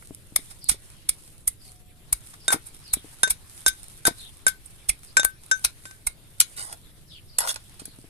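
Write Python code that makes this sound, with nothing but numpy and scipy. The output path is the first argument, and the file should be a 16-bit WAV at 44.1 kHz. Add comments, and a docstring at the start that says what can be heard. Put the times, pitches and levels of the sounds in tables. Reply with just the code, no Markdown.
"""Outdoors in a garden, a brass pestle pounds herbs and green fruit in a brass mortar on a tree stump.
Filtered click grains squirt, fizz and tick as wet pulp; gliding sines gulp, and a low sine thumps the stump.
Some strokes clip the wall first: a tick and decaying sine modes ring briefly; damped sines knock like wood.
Then a spoon, grains ringing a bank of tray modes, knocks and scrapes among the fruit.
Behind lie a far bird and one thin far call (gliding tones), and light wind (shaped noise)."""
import sys
import numpy as np
from scipy import signal
from scipy.io import wavfile
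from scipy.ndimage import uniform_filter1d

SR = 44100
rng = np.random.default_rng(int(sys.argv[2]) if len(sys.argv) > 2 else 0)


def master_out(mix):
    """Clip the mix to full scale and print it as 16-bit PCM to the path in sys.argv[1]."""
    frames = np.transpose(np.atleast_2d(mix))
    ceiling = np.clip(frames, -1, 1)
    pcm = np.round(ceiling * 32767).astype(np.int16)
    wavfile.write(sys.argv[1], SR, pcm)


N = 356769
RIGHT_LEAD = 13  # samples by which the right port hears the close sounds first


def gain_of(db):
    """Decibels to gain."""
    return 10 ** (np.asarray(db) / 20)


def evened(x):
    """Scales to rms 1."""
    return x / np.sqrt(np.mean(x ** 2) + 1e-20)


def packet(x):
    """Scales a short sound to the energy of 10 ms at rms 1."""
    return x / np.sqrt(np.mean(x ** 2) * x.shape[-1] / (SR / 100) + 1e-20)


def read(points, hz):
    """Reads a curve of (f/Hz, value) points on a log-frequency axis."""
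    f, value = np.transpose(points)
    return np.interp(np.log(hz + 1), np.log(f + 1), value)


def add(mix, s, sound):
    """Mixes a sound in at time s, or at the very start if s is negative."""
    part = mix[:, max(round(s * SR), 0):][:, :sound.shape[-1]]
    part += sound[..., :part.shape[-1]]


def colour(x, db_at):
    """Minimum-phase filter with the gain db_at(Hz), so nothing smears ahead of an attack."""
    hz = abs(np.fft.fftfreq(2048, 1 / SR))
    log_gain = np.log(gain_of(np.maximum(db_at(hz), -100)))
    taps = np.fft.ifft(np.exp(np.conj(signal.hilbert(log_gain)))).real
    return signal.fftconvolve(x, np.atleast_2d(taps), axes=1)[:, :x.shape[1]]


def thirds(x, spectrum):
    """Colours x and splits it into treble, middle and low parts."""
    x = colour(x, lambda hz: read(spectrum, hz))
    parts = []
    for band in [(7000, 16000), (2000, 7000), (200, 2000)]:
        sos = signal.butter(3, band, "bandpass", fs=SR, output="sos")
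        parts.append(signal.sosfilt(sos, x))
    return parts


def grains(n, spread_db, apart, clump=8):
    """Tiny clicks of uneven size, shared by both ports plus a share (apart) of each port's own."""
    size = gain_of(spread_db * np.minimum(rng.exponential(1, n // clump + 1), 4))
    size = size.repeat(clump)[:n]
    shared, own = rng.standard_normal(n), rng.standard_normal((2, n))
    left, right = size * (shared + apart * own)
    return np.array([np.roll(left, RIGHT_LEAD), right])


def sides(db):
    """Left and right gains of constant total power, db apart."""
    pair = np.array([gain_of(db / 2), gain_of(-db / 2)]).reshape(2, -1)
    return pair / np.sqrt(np.mean(pair ** 2, axis=0))


# pestle crushing pulp, levels before trim: [t/s, length scale/s, spray level/dB, squelch level/dB,
# slap level/dB, stump thump level/dB, left-right/dB]
PESTLE_CRUSHES = [(0.012, 0.0037, -59, -62, -49.5, -70, -2), (0.148, 0.0016, -41, -51.5, -65, -68, -3),
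                  (0.3626, 0.0037, -12.5, -22.5, -31.5, -41, 5), (0.511, 0.016, -40.5, -43, -50, -49, -1),
                  (0.643, 0.00081, -36.5, -73, -71, -70, 3), (.6908, 0.0049, -18, -27.5, -41, -59, -5),
                  (0.696, 0.0069, -12.5, -21, -33, -28, -2), (0.715, 0.017, -25.5, -28, -47, -52, 4),
                  (1.0927, 0.004, -14, -23.5, -41.5, -36, 0.5),
                  (1.4786, 0.0052, -14.5, -31, -40.5, -36.5, 2.5),
                  (2.129, 0.0038, -12.5, -27, -34.5, -27.5, 5.5), (2.34, 0.0079, -48, -47.5, -48.5, -70, 2),
                  (2.529, 0.013, -12, -20, -20.5, -45, 5.5), (2.669, 0.016, -37, -50, -54.5, -70, 1),
                  (2.9376, 0.0066, -13, -26.5, -35, -30.5, 4.5), (3.307, 0.0096, -13.5, -25, -37.5, -33, 5),
                  (3.682, 0.0088, -13.5, -21, -44, -32.5, 4), (4.0718, 0.0097, -11.5, -17.5, -23, -56, 5),
                  (4.482, 0.01, -15, -24, -40, -38, 10), (4.661, 0.0062, -41, -65, -63, -70, -11),
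                  (4.8942, 0.008, -14, -24, -39, -28, -1.5), (5.2492, 0.0045, -11, -35, -36.5, -35, 23),
                  (5.649, 0.008, -14, -17, -28, -34, 3), (6.0714, 0.0058, -18, -28.5, -35.5, -32, -1)]
# relative colour of the wet pulp heard from the bowl: [f/Hz, level/dB per Hz]
PULP_COLOUR = [(150, -38), (400, -28.5), (850, -12), (1060, -17.5), (1350, -8.5), (1700, -20.5),
               (2250, -9.5), (2900, -24.5), (3700, -10.5), (4500, -15.5), (5300, -10), (6900, -17),
               (9100, 1.5), (11000, -9), (14300, -20.5)]


def crushes(rise=0.5, fall=0.7, lead=0.97, spread_db=0.0, trims_db=(0, -.5, -1), bowl_shift=0.08,
            seep_db=-13, spatter_db=-32, spatter_decay_s=0.042):
    """Juice and air spray out ever faster as the gap closes, then die off as the pestle lands."""
    out, t = np.zeros((2, N)), np.arange(-SR // 40, SR // 16) / SR
    for s, length, *levels, _, pan_db in PESTLE_CRUSHES:
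        squeeze = np.exp(-abs(t) / (length * np.where(t < 0, rise, fall)))
        # little escapes before the pulp is touched
        squeeze *= np.where(t > -lead * length, 1, gain_of(seep_db))
        # droplets land on the wall
        squeeze += (t > 0) * gain_of(spatter_db) * np.exp(-t / spatter_decay_s)
        # the bowl's air resonances depend on where the pestle stands, drawn at random
        shift = 1 + bowl_shift * (2 * rng.random() - 1)
        bowl = [(hz * shift if hz < 5000 else hz, db) for hz, db in PULP_COLOUR]
        parts = thirds(grains(len(t), spread_db, apart=1.0) * squeeze, bowl)
        crush = sum(gain_of(db + trim) * packet(p) for db, trim, p in zip(levels, trims_db, parts))
        add(out, s + t[0], sides(pan_db) * crush)
    return out


# pestle clipping the wall, levels before trim: [t/s, first mode level/dB, second mode level/dB,
# middle modes level/dB, top modes level/dB, contact tick level/dB, ring time factor,
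# delay of the first mode at the left port/samples]
WALL_CLANKS = [(2.48, -24.5, -21.5, -25, -19.5, -29, 0.97, 8),
               (2.504, -28.5, -43, -27.5, -32, -35.5, 0.8, 5.8),
               (3.2318, -19, -22, -21, -15.5, -24, 0.86, 10), (3.2757, -66, -52, -38, -38, -38, 1.2, 5),
               (3.6623, -22.5, -24.5, -15, -17, -28.5, 0.86, 6.6),
               (4.052, -21, -28.5, -25, -19.5, -31.5, 0.77, 10.9),
               (4.466, -17, -31, -17.5, -15.5, -29.5, 0.58, 11.3),
               (5.1686, -15.5, -30.5, -14.5, -18.5, -23, 0.88, 10.1),
               (5.1958, -23.5, -26, -21, -26, -37, 0.67, 9), (5.231, -39.5, -51, -44, -49, -36, 0.86, 11),
               (5.248, -27.5, -45, -39.5, -22.5, -32, 1.02, 11.5),
               (5.5129, -16.5, -31, -20.5, -27, -33, 0.85, 11), (5.854, -48.5, -56, -49, -51, -47, 2, 10.8),
               (5.91, -52.5, -71, -51, -50, -54, 0.53, 13.5)]
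# ringing modes of the mortar: [f/Hz, relative level/dB, t60/s before damping, left-right/dB]
MORTAR_MODES = [(1535, 3, 0.22, 5.5), (1532, -15, 0.21, 5), (3671, -2, 0.15, -3.5), (3690, -9.5, 0.13, -15),
                (4050, -11.5, 0.064, 4), (4900, -21, 0.11, 3.5), (5450, -3.5, 0.08, 8.5),
                (6200, -7, 0.19, 18.5), (6370, 1.5, 0.054, -5), (7403, 8, 0.068, -3),
                (8300, -24, 0.045, -15.5), (8600, 2.5, 0.044, -11), (9060, 4, 0.077, -46.5),
                (9850, 7, 0.044, -33.5), (11300, -8.5, 0.049, -13), (11200, -3.5, 0.08, 4.5)]
# relative colour of the brass-on-brass tick: [f/Hz, level/dB per Hz]
TICK_COLOUR = [(150, -7.5), (500, -2), (1200, 2), (2400, 1), (3000, -6.5), (5000, -2), (7000, -3.5),
               (9300, 1.5), (11500, -10.5), (14000, -17.5)]


def clanks(ring_db=2, tick_db=7, contact_s=0.00079, tick_decay_s=0.0031, pressed=0.82, tighten=1.114,
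           free_db=-28, free_t60_s=0.18, place_db=4.0):
    """Brass meets brass: a tick, then modes that the pestle damps ever harder, over a faint longer ring."""
    out, t = np.zeros((2, N)), np.arange(SR // 4) / SR
    family = np.digitize([mode[0] for mode in MORTAR_MODES], [2500, 4000, 8000])
    attack = 1 - np.exp(-t / contact_s)
    for s, *levels, contact_db, hold, lag in WALL_CLANKS:
        modes = []
        for (hz, db, t60, pan_db), group in zip(MORTAR_MODES, family):
            # the lobes of the first mode turn with the struck spot
            left_lag = RIGHT_LEAD if group else lag
            at_port = t - np.array([[left_lag], [0]]) / SR
            damped = gain_of(-60 * (t / (t60 * hold * pressed)) ** tighten)
            decay = damped + gain_of(free_db - 60 * t / free_t60_s)
            # each spot on the wall favours other modes
            weight = gain_of(db + place_db * rng.standard_normal())
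            modes.append(weight * decay * sides(pan_db) * np.sin(2 * np.pi * hz * at_port))
        for k, db in enumerate(levels):
            tone = np.array(modes)[family == k].sum(0)
            start_rms = np.sqrt(np.mean(tone[:, :SR // 200] ** 2))  # over the first 5 ms
            add(out, s, gain_of(db + ring_db) * tone / start_rms * attack)
        clicks = grains(len(t), spread_db=4.5, apart=0.96) * attack * np.exp(-t / tick_decay_s)
        tick = colour(clicks, lambda hz: read(TICK_COLOUR, hz))
        add(out, s, gain_of(contact_db + tick_db) * packet(tick))
    return out


def thumps(hz=44, decay_s=0.018, push_db=2, push_width_s=0.0023, early_s=0.0014):
    """Each crush gives a short push, then the stump sways on the soil for a cycle or two."""
    out, t = np.zeros((2, N)), np.arange(SR // 5) / SR
    sway = np.sin(2 * np.pi * hz * t) * np.exp(-t / decay_s)
    u = t / push_width_s
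    push = gain_of(push_db) * u * (1 - u / 2) * np.exp(-u)
    for s, *_, thump_db, _ in PESTLE_CRUSHES:
        add(out, s - early_s, gain_of(thump_db) * (sway + push))
    return out


# air trapped under the pestle: [t/s of the peak, peak level/dB, start f/Hz, end f/Hz]
AIR_GULPS = [(.364, -29, 2280, 2220), (2.132, -39, 2570, 2210), (4.899, -23, 2930, 2020),
             (6.073, -29.5, 2220, 2130)]


def gulps(swell_s=0.0029, glide_s=0.00434):
    """A pocket of air rings for a few milliseconds, sinking in pitch as it opens."""
    out, t = np.zeros((2, N)), np.arange(SR // 20) / SR
    for s, db, start_hz, end_hz in AIR_GULPS:
        pitch = end_hz + (start_hz - end_hz) * np.exp(-t / glide_s)
        turns = np.cumsum(pitch) / SR
        envelope = t / swell_s * np.exp(1 - t / swell_s)
        add(out, s - swell_s, gain_of(db) * envelope * np.sin(2 * np.pi * turns))
    return out


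# pulp stirred as the pestle twists and lifts, later as the spoon parts it:
# [t/s of the peak, length scale/s, level/dB before trim]
PULP_STIRS = [(.03, 0.11, -51), (.45, 0.087, -47.5), (.86, 0.049, -48), (1.2, 0.026, -50),
              (1.28, 0.062, -50), (1.66, 0.032, -46), (2.28, 0.059, -45.5), (2.72, 0.26, -52.5),
              (3.1, 0.1, -48.5), (3.57, 0.095, -43.5), (3.85, 0.19, -46.5), (4.22, 0.047, -45),
              (4.7, 0.13, -53.5), (5.04, 0.027, -45), (5.44, 0.025, -50), (5.58, 0.059, -45.5),
              (5.87, 0.058, -48.5), (6.3, 0.087, -62), (6.52, 0.12, -48), (7.68, 0.22, -55.5),
              (7.97, 0.093, -62)]
# relative colour of the fizzing pulp: [f/Hz, level/dB per Hz]
FIZZ_COLOUR = [(200, -12.5), (700, -11), (1400, -11), (2500, -10), (3700, -9), (6400, -8), (9300, 4),
               (11500, -4), (14300, -15)]


def wet_ticks(per_s=60, ticks_db=-4, fizz_db=-2, spread_db=4, rise=1.0, fall=1.7, clump_db=2.0):
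    """Each stir swells and dies: a fine fizz in uneven clumps, with single bubbles and fibres letting go."""
    t = np.arange(N) / SR
    power = np.zeros(N)
    for s, length, db in PULP_STIRS:
        swell = gain_of(db) * np.exp(-abs(t - s) / (length * np.where(t < s, rise, fall)))
        power += swell ** 2
    size = gain_of(spread_db * np.minimum(rng.exponential(1, N), 3)) * (rng.random(N) < per_s / SR)
    bursts = signal.lfilter([1], [1, -np.exp(-1 / (0.0018 * SR))], size)  # each dies over 1.8 ms
    ticks = colour(bursts * grains(N, spread_db=4, apart=0.88), lambda hz: read(PULP_COLOUR, hz))
    clumps = gain_of(clump_db * evened(uniform_filter1d(rng.standard_normal(N), size=1100)))
    fizz = colour(clumps * grains(N, spread_db=2.0, apart=3.2), lambda hz: read(FIZZ_COLOUR, hz))
    return np.sqrt(power) * (gain_of(ticks_db) * evened(ticks) + gain_of(fizz_db) * evened(fizz))


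# hollow knocks of the mortar rocking on the stump, later of fruit rolling on the tray:
# [t/s, level/dB before trim, main f/Hz]
HOLLOW_KNOCKS = [(0.108, -33, 281), (0.323, -41, 210), (.391, -41, 283), (.717, -35.5, 197),
                 (.744, -41.5, 403), (2.503, -35, 610), (2.529, -50, 330), (2.5434, -23.5, 295),
                 (2.56, -31.5, 330), (2.97, -34.5, 265), (3.045, -38.5, 313), (3.273, -38, 437),
                 (4.067, -32, 332), (4.0801, -20.5, 348), (4.0805, -21, 705), (4.111, -34.5, 249),
                 (5.194, -29, 578), (7.819, -38.5, 285), (7.88, -43, 280), (7.988, -41.5, 260),
                 (8.043, -44, 297)]


def knocks(level_db=-1, t60_s=0.034, pan_db=4):
    """A few heavily damped wooden modes."""
    out, t = np.zeros((2, N)), np.arange(SR // 6) / SR
    modes = [(.62, -15), (1, 2.5), (1.35, -3), (2.2, -12.5), (3.3, -29)]  # (ratio to main f, dB)
    for s, db, hz in HOLLOW_KNOCKS:
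        wood = sum(gain_of(mode_db - 60 * t / t60_s) * np.sin(2 * np.pi * hz * ratio * t)
                   for ratio, mode_db in modes)
        add(out, s, gain_of(db + level_db) * sides(pan_db) * wood)
    return out


def ring(hz, t60, t):
    """One dying mode, reaching each port in its own phase."""
    return gain_of(-60 * t / t60) * np.sin(2 * np.pi * (hz * t + rng.random((2, 1))))


# modes of spoon and tray: [nominal f/Hz, relative level/dB, t60/s]
TRAY_MODES = [(880, -2, .05), (1073, -3.5, 0.077), (1454, 13.5, 0.017), (1906, 6.5, 0.049),
              (2500, 1.5, 0.056), (3340, 4, 0.091), (4210, 4, 0.056), (5300, -15, 0.041),
              (6090, 5.5, 0.047), (6750, 2, 0.12), (7820, 11, 0.024), (9000, 7.5, 0.036),
              (10000, -2, 0.038), (9900, -16, .05), (10860, -16, 0.047), (11220, 8.5, 0.093)]


def tray(x, ring_db, load=0.026):
    """Contact clicks pass straight out and also ring the tray, whose modes shift with the spoon's place."""
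    t = np.arange(SR // 6) / SR
    body = sum(gain_of(db) * ring(hz * (1 + load * rng.uniform(-1.22, 1)), t60, t)
               for hz, db, t60 in TRAY_MODES)
    ringing = signal.fftconvolve(x, body / np.linalg.norm(body[0]), axes=1)[:, :x.shape[1]]
    return x + gain_of(ring_db) * ringing


def rebound(x, decay_s, count):
    """Slips bounce across the plate for a few milliseconds, in a pattern that changes as the spoon moves."""
    t, place = np.arange(SR // 100) / SR, np.linspace(0, count - 1, x.shape[1])
    out = np.zeros_like(x)
    for k in range(count):
        bounces = evened(rng.standard_normal((1, len(t))) * np.exp(-t / decay_s))
        nearby = x * np.sqrt(np.maximum(1 - abs(place - k), 0))  # crossfade from pattern to pattern
        out += signal.fftconvolve(nearby, bounces, axes=1)[:, :x.shape[1]]
    return out


# spoon landing on the tray: [t/s, length scale/s, treble level/dB, middle level/dB, low level/dB,
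# left-right/dB]
TRAY_TAPS = [(6.404, 0.0063, -9, -16.5, -42.5, 1.8), (6.4132, 0.0052, -16, -21, -44, 8.5),
             (6.7283, 0.0052, -35.5, -41.5, -51, -4), (7.3871, 0.005, -14.5, -24, -32, -2),
             (7.406, 0.0048, -23, -32, -34, 7), (7.475, .004, -30, -30, -33.5, 7),
             (7.5437, 0.0046, -36, -41, -53, -2), (7.561, 0.0051, -38, -34.5, -39.5, -3),
             (7.801, 0.015, -39.5, -41.5, -50, -4), (7.856, 0.0037, -35, -45.5, -57, 2)]
# spoon dragged through the fruit, one list per drag:
# [t/s, treble level/dB, middle level/dB, low level/dB]
FRUIT_SCRAPES = [
    [(6.56, -35, -52, -72), (6.58, -33.5, -36, -39.5), (6.628, -35, -41, -50), (6.676, -43, -49.5, -51),
     (6.734, -46, -43.5, -46.5), (6.76, -71, -73, -71)],
    [(7.405, -38, -33.5, -34), (7.466, -36.5, -41, -37), (7.492, -23.5, -23.5, -35),
     (7.511, -30.5, -27.5, -43), (7.535, -37, -53, -62)],
]
# relative colour of spoon on metal: [f/Hz, level/dB per Hz]
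METAL_COLOUR = [(200, -26), (450, -5.5), (950, 0), (2100, -8.5), (3400, -7), (4600, -3), (5400, -3),
                (6500, -11), (9000, 6.5), (11200, -5), (12500, -3.5), (14300, -24)]


def spoon(rise=0.14, fall=0.63, catch_db=2.5):
    """The spoon lands with a short chatter, then slips and catches along the metal."""
    out, t = np.zeros((2, N)), np.arange(-SR // 100, SR // 8) / SR
    for s, length, *levels, pan_db in TRAY_TAPS:
        chatter = np.exp(-abs(t) / (length * np.where(t < 0, rise, fall)))
        clicks = grains(len(t), spread_db=-1.0, apart=0.63) * chatter
        parts = thirds(tray(clicks, ring_db=-5), METAL_COLOUR)
        tap = sum(gain_of(db) * packet(p) for db, p in zip(levels, parts))
        add(out, s + t[0] - length / 4, sides(pan_db) * tap)
    for rows in FRUIT_SCRAPES:
        s, *levels = np.transpose(rows)
        t = np.arange(s[0], s[-1], 1 / SR)
        catches = gain_of(catch_db * evened(uniform_filter1d(rng.standard_normal(len(t)), size=160)))
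        slips = rebound(grains(len(t), spread_db=1.5, apart=0.62) * catches, decay_s=0.0019, count=4)
        parts = thirds(tray(slips, ring_db=-9.5), METAL_COLOUR)
        drag = sum(gain_of(np.interp(t, s, db)) * evened(p) for db, p in zip(levels, parts))
        add(out, s[0], drag * signal.windows.tukey(len(t), .08))
    return out


# decay of the scattered tail: [f/Hz, t60/s]
TAIL_DECAY = [(200, .12), (1500, 0.16), (4000, 0.13), (10000, 0.11), (14000, 0.055)]


def surroundings(x, tail_db=-19, echo_db=-17, echo_s=0.006, echo_width_s=0.00098):
    """A near echo from the lap and the stump, and a short scattered tail."""
    t = np.arange(SR // 3) / SR
    hz, at, z = signal.stft(rng.standard_normal((2, len(t))) * (t > echo_s), SR, nperseg=256)
    tail_colour = [(300, -5.0), (1500, 1), (4000, 5), (9000, -8.0), (14000, -8.5)]  # (Hz, dB)
    fade_db = -60 * at / read(TAIL_DECAY, hz)[:, None]
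    shaped = z * gain_of(fade_db + read(tail_colour, hz)[:, None])
    tail = signal.istft(shaped, SR, nperseg=256)[1][:, :len(t)]
    near = rng.standard_normal((2, len(t))) * np.exp(-((t - echo_s) / echo_width_s) ** 2)
    response = gain_of(tail_db) * tail / np.linalg.norm(tail[0])
    response += gain_of(echo_db) * near / np.linalg.norm(near[0])
    return signal.fftconvolve(x, response, axes=1)[:, :N]


# far bird, falling slurs: [t/s, length/s, start f/Hz, end f/Hz (both before trill), level/dB before trim]
BIRD_SLURS = [(0.601, 0.12, 5300, 3850, -44.5), (1.581, 0.15, 5060, 4270, -54.5),
              (2.39, 0.1, 5200, 4770, -52), (2.816, 0.22, 5430, 3150, -46),
              (4.158, 0.16, 4260, 3270, -44.5), (5.06, 0.07, 5020, 4500, -54),
              (6.817, .11, 4100, 3320, -58.5), (7.086, .13, 4090, 2720, -46),
              (7.058, 0.15, 5500, 4240, -54.5), (7.26, 0.16, 5300, 4080, -53.5),
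              (7.806, 0.16, 4800, 4010, -56)]


def bird(level_db=-2, trill=0.059, trill_hz=27, blur_hz=280):
    """Falling runs of quick upward flicks, blurred by distance and foliage."""
    out = np.zeros((2, N))
    low_pass = signal.butter(2, blur_hz, fs=SR, output="sos")
    for s, length, start_hz, end_hz, db in BIRD_SLURS:
        t = np.arange(int(length * SR)) / SR
        flicks = signal.sawtooth(2 * np.pi * (trill_hz * t + rng.random()))
        pitch = np.geomspace(start_hz, end_hz, len(t)) * (1 + trill * flicks)
        scatter = rng.standard_normal((2, len(t))) + 1j * rng.standard_normal((2, len(t)))
        blur = signal.sosfilt(low_pass, scatter)
        slur = (blur * np.exp(2j * np.pi * np.cumsum(pitch) / SR)).real
        add(out, s, gain_of(db + level_db) * evened(slur) * signal.windows.tukey(len(t), .6))
    return out


# faint far call, a single row: [t/s, length/s, start f/Hz, end f/Hz, starting level/dB]
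DISTANT_CALL = (1.635, 0.47, 788, 724.5, -65.5)


def far_call(settle_s=0.047, fade_db=-12):
    """One thin note from far off that sinks to its pitch and fades."""
    out, (s, length, start_hz, end_hz, db) = np.zeros((2, N)), DISTANT_CALL
    t = np.arange(int(length * SR)) / SR
    pitch = end_hz + (start_hz - end_hz) * np.exp(-t / settle_s)
    note = np.sqrt(2) * np.sin(2 * np.pi * np.cumsum(pitch) / SR)
    add(out, s, gain_of(db + fade_db * t / length) * note * signal.windows.tukey(len(t), .2))
    return out


# relative colour of the background within each band: [f/Hz, level/dB per Hz]
AIR_COLOUR = [(20, 3.5), (60, -16), (90, -6), (125, -8), (200, -19.5), (320, -19.5), (500, -26),
              (1000, -28.5), (2500, -27.5), (3700, -26), (6400, -34), (9300, -26.5), (11500, -26),
              (14500, -39)]
# likeness of left and right in the background: [f/Hz, correlation]
LEFT_RIGHT_LIKENESS = [(30, 0), (130, 0.95), (300, 0.79), (630, 0.52), (1400, 0.1), (14000, 0)]
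# slow drift of the garden wash: [t/s, level/dB before trim]
WASH_LEVEL = [(0.0, -67.5), (0.99, -62.5), (1.37, -68), (3.0, -61.5), (7.26, -66.5), (7.61, -61.5),
              (8.09, -65)]
RUMBLE_DB, HISS_DB = -51.5, -59.5  # steady wind below the wash, faint hiss above it


def air(patchy_db=2.33, flicker_db=1, wash_db=4.0):
    """Wind rumble, garden wash and fine hiss as shaped noise; only the wash drifts slowly in level."""
    frames, hz = N // 256 + 5, np.fft.rfftfreq(1024, 1 / SR)
    a, b, c, d, patches = rng.standard_normal((5, frames, len(hz)))
    # patches vary over time and frequency; the flicker moves all frequencies together
    patches = uniform_filter1d(patches, size=8, axis=0)
    patches = evened(uniform_filter1d(patches, size=14, axis=1))
    flicker = evened(uniform_filter1d(rng.standard_normal(frames), size=4))[:, None]
    same, left = np.clip(read(LEFT_RIGHT_LIKENESS, hz), -1, 1), a + 1j * b
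    right = same * left + np.sqrt(1 - same ** 2) * (c + 1j * d)
    z = np.array([left, right])
    unrest = np.clip(hz / 1000, .3, 1)  # the lows stay calmer
    z *= gain_of(read(AIR_COLOUR, hz) + unrest * (patchy_db * patches + flicker_db * flicker))
    band = np.digitize(hz, [700, 6500])
    wash = np.interp(np.arange(N) / SR, *np.transpose(WASH_LEVEL)) + wash_db
    out = np.zeros((2, N))
    for k, db in enumerate([RUMBLE_DB, wash, HISS_DB]):
        spectra = (z * (band == k)).transpose(0, 2, 1)
        part = signal.istft(spectra, nperseg=1024, noverlap=768)[1][:, :N]
        out += gain_of(db) * evened(part)
    return out


def scene():
    """The work close by, its echoes, and the garden."""
    close = crushes() + gulps() + clanks() + knocks() + spoon() + wet_ticks()
    return close + surroundings(close) + thumps() + bird() + far_call() + air()


# colour difference of the microphone ports: [f/Hz, left-right/dB]
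PORT_BALANCE = [(100, 0), (500, 1), (1200, 3), (2400, 1.5), (3500, 2), (5300, 0.5), (7000, 1.5),
                (9200, -12), (10300, 1.5), (11100, 7.5), (13000, 5.5)]
EDGE_HZ = 14350  # upper band limit


def record(dry):
    """Each microphone port has its own colour; peaks are rounded off below full scale, then band-limited."""
    heard = colour(dry, lambda hz: 20 * np.log10(sides(read(PORT_BALANCE, hz))))
    rounded = heard / (1 + heard ** 4) ** .25
    low_pass = signal.firwin(255, EDGE_HZ, window=("kaiser", 8), fs=SR)
    return signal.oaconvolve(rounded, low_pass[None], "same")


dry = scene()
out = record(dry)
master_out(out)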